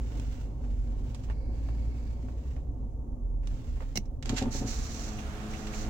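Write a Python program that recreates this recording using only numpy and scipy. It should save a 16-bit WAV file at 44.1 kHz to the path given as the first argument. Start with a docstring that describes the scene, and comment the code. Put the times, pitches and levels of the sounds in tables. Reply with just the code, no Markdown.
"""A low engine boom over rumbling tyres, heard inside a car; the boom sinks as the car coasts to a halt.
Close by, sleeves and a palm brush the wheel, fingers pat the trim and small hard things tick.
The window switch clicks; the glass sticks and slips out of its top seal in a few thumps,
then slides down the hissing guides while the motor hums and outside air comes in."""
import sys
import numpy as np
from scipy import signal
from scipy.fft import rfft, irfft, next_fast_len
from scipy.io import wavfile

SR = 44100
rng = np.random.default_rng(int(sys.argv[2]) if len(sys.argv) > 2 else 0)


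def put_to_file(sound):
    """Save the sound as 16-bit audio at rate SR, in the file named by the first command-line argument."""
    columns = np.atleast_2d(sound).T  # one column per channel
    safe = np.clip(columns, -1, 1)
    whole_steps = np.round(safe * 32767)
    wavfile.write(sys.argv[1], SR, whole_steps.astype(np.int16))


N = 259962
T = np.arange(N) / SR
SIZE = next_fast_len(N, True)
FREQ = np.fft.rfftfreq(SIZE, 1 / SR)
LOG_FREQ = np.log(FREQ + 1)

# Table levels are relative; each layer sets its own gain.
# engine sinking to idle: t/s, firing f/Hz, level/dB
ENGINE_RUN = [(0.0, 57.64, -32), (0.28, 49.94, -38.5), (0.74, 47.04, -34), (1.08, 48.57, -35.5),
              (1.49, 54.14, -35), (1.87, 55.81, -32.5), (2.31, 56.54, -36.5), (2.53, 61.63, -42),
              (2.87, 49.03, -33.5), (3.02, 49.18, -48), (3.12, 45.18, -33.5), (3.49, 40.78, -33),
              (3.79, 34.6, -38.5), (4.58, 31.22, -38.5), (5.36, 32.3, -47.5), (5.89, 30.8, -39)]
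# engine harmonics: multiple of the firing rate, level/dB
ENGINE_HARMONICS = [(1, 2), (2, -16.5), (3, -29), (4, -31), (5, -25.5)]
# tone of the road bed: f/Hz, level/dB
BODY_SHAKE_EQ = [(14, -28), (24, 1), (32, -3.5), (48, -0.5), (68, 0.5), (88, -12.5), (115, -9),
                 (150, -18.5), (200, -32), (400, -73.5)]
TYRE_EQ = [(60, -6), (130, 3.5), (180, -10), (225, -1), (265, -1), (320, -7), (450, -11.5), (600, -17.5),
           (780, -21.5), (1100, -28.5), (1600, -45), (3000, -63), (8000, -79)]
HISS_EQ = [(300, 4), (1500, -7), (4000, -3), (6500, 18.5), (8500, 2.5), (12000, -27), (15500, 6.5)]
# tone of the hand sounds: f/Hz, level/dB
CLOTH_EQ = [(300, 7.5), (700, 4.5), (1400, 5), (2600, 0.5), (3600, -0.5), (5000, -1.5), (7400, -3),
            (8600, -11.5), (12000, -18.5), (15500, -8)]
TRIM_EQ = [(150, -11), (500, 11.5), (900, 6), (1400, 0.5), (2400, -4.5), (3600, -15), (6500, -23.5),
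           (8500, -43), (15000, -58)]
TICK_EQ = [(800, 10), (2000, -3), (2900, 2), (5000, 2), (7000, 0.5), (9500, -7.5), (12000, -18),
           (15500, -19)]
SWITCH_EQ = [(150, -5), (450, -4), (800, -4.5), (1200, -15.5), (1900, -12.5), (2160, -1.5), (2450, -12),
             (2850, -3), (3400, -13.5), (4100, -4), (4700, -9.5), (5800, 2.5), (7100, -10), (8500, -17),
             (12000, -23.5), (15500, -16)]
# tone of the window sounds: f/Hz, level/dB
OUTSIDE_EQ = [(40, 5), (65, 7.5), (100, -2), (180, 6.5), (260, 5), (400, -1.5), (560, -5), (690, 1),
              (950, -8.5), (1200, -4), (1800, -10), (2700, -15), (3500, -15), (5000, -19.5), (6600, -19),
              (8900, -27.5), (12000, -32.5), (15500, -29.5)]
PEEL_AND_CLACK_EQ = [(300, -11), (800, -2.5), (1500, 2), (2700, 0.5), (4000, 2.5), (5500, -1), (7400, -0.5),
                     (8600, -15), (12000, -22), (15500, -21)]
GUIDE_SEAL_EQ = [(600, -12), (2000, -6), (2700, -9), (3300, -9.5), (4200, -0.5), (5000, -2.5), (6000, 2.5),
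                 (7300, -2), (8500, -16), (12000, -21.5), (14000, -20.5), (15500, -15)]

# rubbing gestures: start t/s, length/s, level/dB
SLEEVE_BRUSHES = [(-.1, 0.51, -62), (.09, 0.14, -62.5), (.55, .52, -68.5), (1.02, 0.24, -65),
                  (1.48, 0.65, -67.5), (2.15, 0.38, -68.5), (2.7, 0.21, -82.5), (3.4, .51, -64.5)]
SEAL_PEELS = [(4.24, 0.203, -55.5), (4.355, 0.032, -37)]  # the top seal creaks under strain, then lets go
GLASS_DRAGS = [(4.5, 0.082, -45), (4.645, 0.082, -45.5), (4.73, 0.14, -50), (4.87, 0.22, -51),
               (5.1, .11, -59), (5.48, 0.19, -58), (5.71, 0.12, -51)]  # spurts along the guide seals
# short transients: t/s, level/dB, t60/s
FINGER_TAPS = [(.119, -42, 0.049), (.638, -52, 0.13), (1.1044, -56, 0.038), (1.285, -46, 0.057),
               (1.2994, -38.5, 0.1), (1.6866, -41, 0.059), (1.862, -54, 0.034), (2.2847, -47, 0.078),
               (2.5636, -46.5, 0.1), (3.4316, -52, .08), (3.769, -46.5, 0.065), (3.8048, -40, 0.093),
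               (3.822, -47, 0.094), (4.258, -43, 0.081), (4.295, -36.5, 0.15), (4.73, -39, 0.043)]
SMALL_TICKS = [(.173, -50, 0.0601), (.1975, -38.5, 0.02), (1.1463, -40.5, 0.052), (1.2371, -52, 0.0849),
               (3.472, -41, 0.043)]
ROCKER_CLICKS = [(3.9565, -25, 0.033), (3.964, -33, 0.044), (3.9728, -19.5, 0.012), (3.975, -20.5, 0.013),
                 (3.979, -38, 0.078), (4.055, -57.5, 0.074)]
LIFTER_CLACKS = [(4.2255, -36, 0.048), (4.2575, -32.5, 0.025), (4.293, -27, 0.055), (4.424, -32, 0.038),
                 (5.67, -38.5, 0.079)]
GLASS_CHIRPS = [(5.187, -42, 0.059), (5.535, -42.5, 0.091), (5.735, -44.5, 0.077)]
# cushioned hits: t/s, level/dB, contact cut-off f/Hz
SWITCH_PUSHES = [(3.957, -32, 332), (3.973, -28.5, 380.8)]
PANE_SLIPS = [(4.232, -32, 130.6), (4.294, -19, 168), (4.323, -19, 338), (4.413, -19.5, 856),
              (4.462, -21.5, 299.5), (4.544, -26, 625), (4.610, -22, 355), (4.642, -22, 245),
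              (4.774, -31, 220)]
# ringing parts: f/Hz, width/Hz, level/dB
HOLLOW_TRIM_MODES = [(290, 55, -9), (480, 130, 12), (790, 110, -14.5)]
WHEEL_RIM_MODES = [(1710, 160, -3.5), (2206, 110, 0), (4170, 220, -8), (4550, 199, -5)]
ARMREST_MODES = [(113, 27, -4), (179.5, 36, -1.5), (211.8, 19.4, -6), (345, 47.6, -0.5), (680, 37, -9.5)]
DOOR_MODES = [(45.8, 10.4, -5), (115.8, 21, -5), (234.3, 31.8, -2.5), (264.8, 26.5, -3.5), (341, 46, -3),
              (416.6, 30.3, -6.5), (556, 42, -7), (762, 35, -6.5), (880, 28, -13)]
GUIDE_MODES = [(2300, 460, -1), (2644, 228, -0.5)]

# window motor once up to speed: t/s, shaft f/Hz, level/dB
MOTOR_RUN = [(4.93, 112.8, -49.5), (5.1, 107, -46), (5.314, 104.7, -47), (5.498, 107.6, -44),
             (5.718, 105.6, -44), (5.89, 106.4, -43.5)]
# motor harmonics: multiple of the shaft rate, level/dB
MOTOR_HARMONICS = [(1, -14), (2, -1), (3, -6.5), (4, -8.5), (5, -23), (6, -19), (7, -28), (8, -28.5)]
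# standing waves of the cabin: f/Hz, width/Hz, boost level/dB
CABIN_MODES = [(248, 38.4, 5), (534, 50, 5.5), (736, 31.78, 6.5), (894, 22, 7.5), (1086, 36, 3.5),
               (2760, 170, 3), (5770, 140, 2.5), (6370, 140, 2.5), (7380, 320, 1.5)]
# stereo width: f/Hz, side minus mid level/dB
STEREO_WIDTH = [(40, -34), (70, -12), (200, -18), (350, -8), (550, -6.5), (1000, -1), (1500, 1), (16000, 0)]
# microphone balance: f/Hz, left minus right level/dB
MIC_BALANCE = [(30, -2.5), (70, 0.1), (160, 0.5), (500, 0.5), (1200, -2), (2400, -10), (4400, -3.5),
               (7500, -9), (10000, -4), (15000, 1.5)]


def undb(db):
    """Decibels to gain."""
    return np.exp(np.asarray(db) * np.log(10) / 20)


def curve(rows, column=1):
    """One column of a table as an automation line."""
    rows = np.array(rows)
    return np.interp(T, rows[:, 0], rows[:, column])


def wander(rate_hz):
    """Random drift with a spread of 1."""
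    steps = rng.standard_normal(int(T[-1] * rate_hz) + 2)
    drift = np.interp(T * rate_hz, np.arange(len(steps)), steps)
    return drift / np.std(drift)


def eq(points):
    """Filter curve through (f/Hz, level/dB) points."""
    hz, db = np.transpose(points)
    return undb(np.interp(LOG_FREQ, np.log(hz), db))


def resonance(hz, width):
    """Response of one damped mode, gain 1 at its centre."""
    return 1j * FREQ * width / (hz ** 2 - FREQ ** 2 + 1j * FREQ * width)


def modes(rows):
    """Response of a part that rings at a few modes."""
    return sum(undb(db) * resonance(hz, width) for hz, width, db in rows)


def colour(drives, tone):
    """Filter two unrelated drives into stereo: bass centred, treble wide."""
    mid, side = rfft(drives, SIZE) * tone / np.sqrt(np.mean(np.abs(tone) ** 2))
    side = side * eq(STEREO_WIDTH)
    return irfft(np.array([mid + side, mid - side]), SIZE)[:, :N]


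def noise():
    """Two unrelated white noises."""
    return rng.standard_normal((2, N))


def rotor(hz, harmonics, flutter_db, flutter_hz):
    """Harmonics of a turning shaft, each wavering in strength."""
    phase = 2 * np.pi * np.cumsum(hz) / SR
    tone = 0
    for multiple, db in harmonics:
        gain = undb(db + flutter_db * wander(flutter_hz))
        tone = tone + gain * np.sin(multiple * phase + 2 * np.pi * rng.random())
    return np.sqrt(2) * tone


def friction(slips_per_s, grain_s):
    """Dense tiny slips of unequal size, each a short puff of noise."""
    sizes = (rng.random(N) < slips_per_s / SR) * rng.exponential(size=N)
    power = signal.lfilter([1], [1, -np.exp(-1 / (grain_s * SR))], sizes ** 2)
    return noise() * np.sqrt(power / power.mean())


def stroke(start_s, length_s, db, attack_s, release_s):
    """Envelope of one gesture: it swells, holds and dies away."""
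    rise = np.clip((T - start_s) / attack_s, 0, 1)
    tail = np.exp(-np.maximum(T - start_s - length_s, 0) / release_s)
    return undb(db) * rise ** 2 * (3 - 2 * rise) * tail


def strokes(rows, attack_s, release_s):
    """Envelope of several gestures, whose powers add."""
    return np.sqrt(sum(stroke(*row, attack_s, release_s) ** 2 for row in rows))


def strikes(rows, tone, gain_db):
    """Each strike is a fast-fading noise burst coloured by the struck part."""
    envelope, age = np.zeros(N + SR), T[:SR // 6]
    for start, db, t60 in rows:
        first = int(start * SR)
        envelope[first:first + len(age)] += undb(db + gain_db - 60 * age / t60)
    return colour(noise() * envelope[:N], tone)


def thumps(rows, body, gain_db):
    """Each blow rings the body's modes; softer contacts reach only the low ones."""
    out, age = np.zeros(N), T[:SR // 3]
    for start, db, contact_hz in rows:
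        ring = 0
        for hz, width, mode_db in body:
            softness = 1 / np.hypot(1, (hz / contact_hz) ** 2)
            detune = 1 + 0.02602 * rng.standard_normal()
            decay = np.exp(-np.pi * width * age)
            ring = ring + undb(mode_db) * softness * np.sin(2 * np.pi * hz * detune * age) * decay
        ring = ring * (1 - np.exp(-age / 0.013))  # padding cushions the onset
        first = int(start * SR)
        out[first:first + len(age)] += undb(db + gain_db) * ring / np.abs(ring).max()
    return out


def engine():
    """The firing rate booms in the cabin and sinks to idle as the car slows."""
    firing_hz = curve(ENGINE_RUN) * (1 + 0.0122 * wander(10))
    gain = undb(curve(ENGINE_RUN, column=2) - 1.95)
    return rotor(firing_hz, ENGINE_HARMONICS, flutter_db=2.0, flutter_hz=7.7) * gain


def road():
    """The bed: an even body shake, tyre roar that eases as the car slows, and a faint hiss."""
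    shake = colour(noise(), eq(BODY_SHAKE_EQ)) * undb(-36.5)
    slowing_s = (1.736, 4.8)
    roar_db = np.interp(T, slowing_s, [-46.5, -51.5]) + 1.23 * wander(12)
    tyres = colour(noise(), eq(TYRE_EQ)) * undb(roar_db)
    hiss = colour(noise(), eq(HISS_EQ)) * undb(-87.5)
    return shake + tyres + hiss


def sleeves():
    """Cloth brushes unevenly with each arm movement."""
    slips = friction(slips_per_s=3100, grain_s=0.0077)
    # a reflection off the wheel sweeps a light comb filter as the arm moves
    lag_s = 0.001115 * np.exp(0.2 * wander(2.5))
    reflection = np.array([np.interp(T - lag_s, T, drive) for drive in slips])
    pressure = strokes(SLEEVE_BRUSHES, attack_s=0.089, release_s=0.099) * undb(0.2 * wander(14))
    return colour(slips + 0.22 * reflection, eq(CLOTH_EQ)) * pressure


def finger_taps():
    """Fingers land on wheel and trim: a dull pat layered with a hollow knock."""
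    pat = strikes(FINGER_TAPS, eq(TRIM_EQ), gain_db=-7.5)
    knock = strikes(FINGER_TAPS, modes(HOLLOW_TRIM_MODES), gain_db=-11)
    return pat + knock


def ticks():
    """Small hard things tick lightly near the hands."""
    return strikes(SMALL_TICKS, eq(TICK_EQ), gain_db=-6.5)


def palm_slide():
    """The wheel rim sings as a palm slides once along it."""
    rub = colour(friction(slips_per_s=3900, grain_s=0.0081), modes(WHEEL_RIM_MODES))
    return rub * stroke(start_s=1.25, length_s=0.847, db=-71.5, attack_s=0.1, release_s=0.13)


def window_switch():
    """The rocker snaps over and knocks the hollow armrest."""
    snap = strikes(ROCKER_CLICKS, eq(SWITCH_EQ), gain_db=-8)
    return snap + thumps(SWITCH_PUSHES, ARMREST_MODES, gain_db=-1.0)


def pane_shudder(start_s):
    """The pane sticks and slips in its frame: a few big jerks amid a soft rubber judder."""
    rubber_lowpass = 1 / np.hypot(1, FREQ / 300)
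    judder = colour(friction(slips_per_s=150, grain_s=0.0022), modes(DOOR_MODES) * rubber_lowpass)
    envelope = stroke(start_s, length_s=0.31, db=-44, attack_s=0.063, release_s=0.2)
    return thumps(PANE_SLIPS, DOOR_MODES, gain_db=-1.0) + judder * envelope


def outside_air(start_s, attack_s=0.071, widening_s=(4.56, 5.38)):
    """Outside noise fades in as the gap opens and grows as it widens."""
    opening = np.clip((T - start_s) / attack_s, 0, 1)
    gap_db = np.interp(T, widening_s, [-51.5, -46.5])
    return colour(noise(), eq(OUTSIDE_EQ)) * undb(gap_db + 0.5 * wander(25)) * opening


def window_lifter(start_s, spin_up_s=0.03, swell_s=0.75):
    """The lifter clacks as it takes up slack; its motor spins up and hums through the door panel."""
    age = np.maximum(T - start_s, 0)
    spin = 1 - np.exp(-age / spin_up_s)
    tremble = 1 + 0.005 * wander(30)  # the speed wavers with the load
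    hum = rotor(curve(MOTOR_RUN) * spin * tremble, MOTOR_HARMONICS, flutter_db=2.0, flutter_hz=20)
    swell = np.minimum(age / swell_s, 1)  # builds as the pane sinks into the door
    gain = undb(curve(MOTOR_RUN, column=2) - 1.5) * swell
    return hum * gain + strikes(LIFTER_CLACKS, eq(PEEL_AND_CLACK_EQ), gain_db=-8.5)


def seals():
    """The top edge peels out of its rubber, then the glass hisses and chirps down the guides."""
    peel = colour(friction(slips_per_s=7300, grain_s=0.0019), eq(PEEL_AND_CLACK_EQ))
    peel *= strokes(SEAL_PEELS, attack_s=0.023, release_s=0.018)
    slide = colour(friction(slips_per_s=6600, grain_s=0.0039), eq(GUIDE_SEAL_EQ))
    slide *= strokes(GLASS_DRAGS, attack_s=0.037, release_s=0.037)
    return peel + slide + strikes(GLASS_CHIRPS, modes(GUIDE_MODES), gain_db=-4.5)


def cabin():
    """Standing waves between the panes lift narrow bands."""
    return 1 + sum((undb(db) - 1) * resonance(hz, width) for hz, width, db in CABIN_MODES)


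def scene():
    """Car, hands and window, all mixed through the cabin."""
    car = engine() + road()
    hands = sleeves() + finger_taps() + ticks() + palm_slide() + window_switch()
    opens_s = 4.22
    window = pane_shudder(opens_s) + outside_air(opens_s) + window_lifter(opens_s) + seals()
    return irfft(rfft(car + hands + window, SIZE) * cabin(), SIZE)[:, :N]


def record(dry):
    """The right microphone gets more treble, the left one loses a little deep bass; the top is cut."""
    left_low_cut_hz, top_hz = 19.14, 15900
    lean = np.sqrt(eq(MIC_BALANCE))
    low_cut = 1j * FREQ / (1j * FREQ + left_low_cut_hz)
    heard = irfft(rfft(dry, SIZE) * np.array([lean * low_cut, 1 / lean]), SIZE)[:, :N]
    return signal.sosfilt(signal.ellip(10, .2, 80, top_hz, fs=SR, output="sos"), heard)


dry = scene()
out = record(dry)
put_to_file(out)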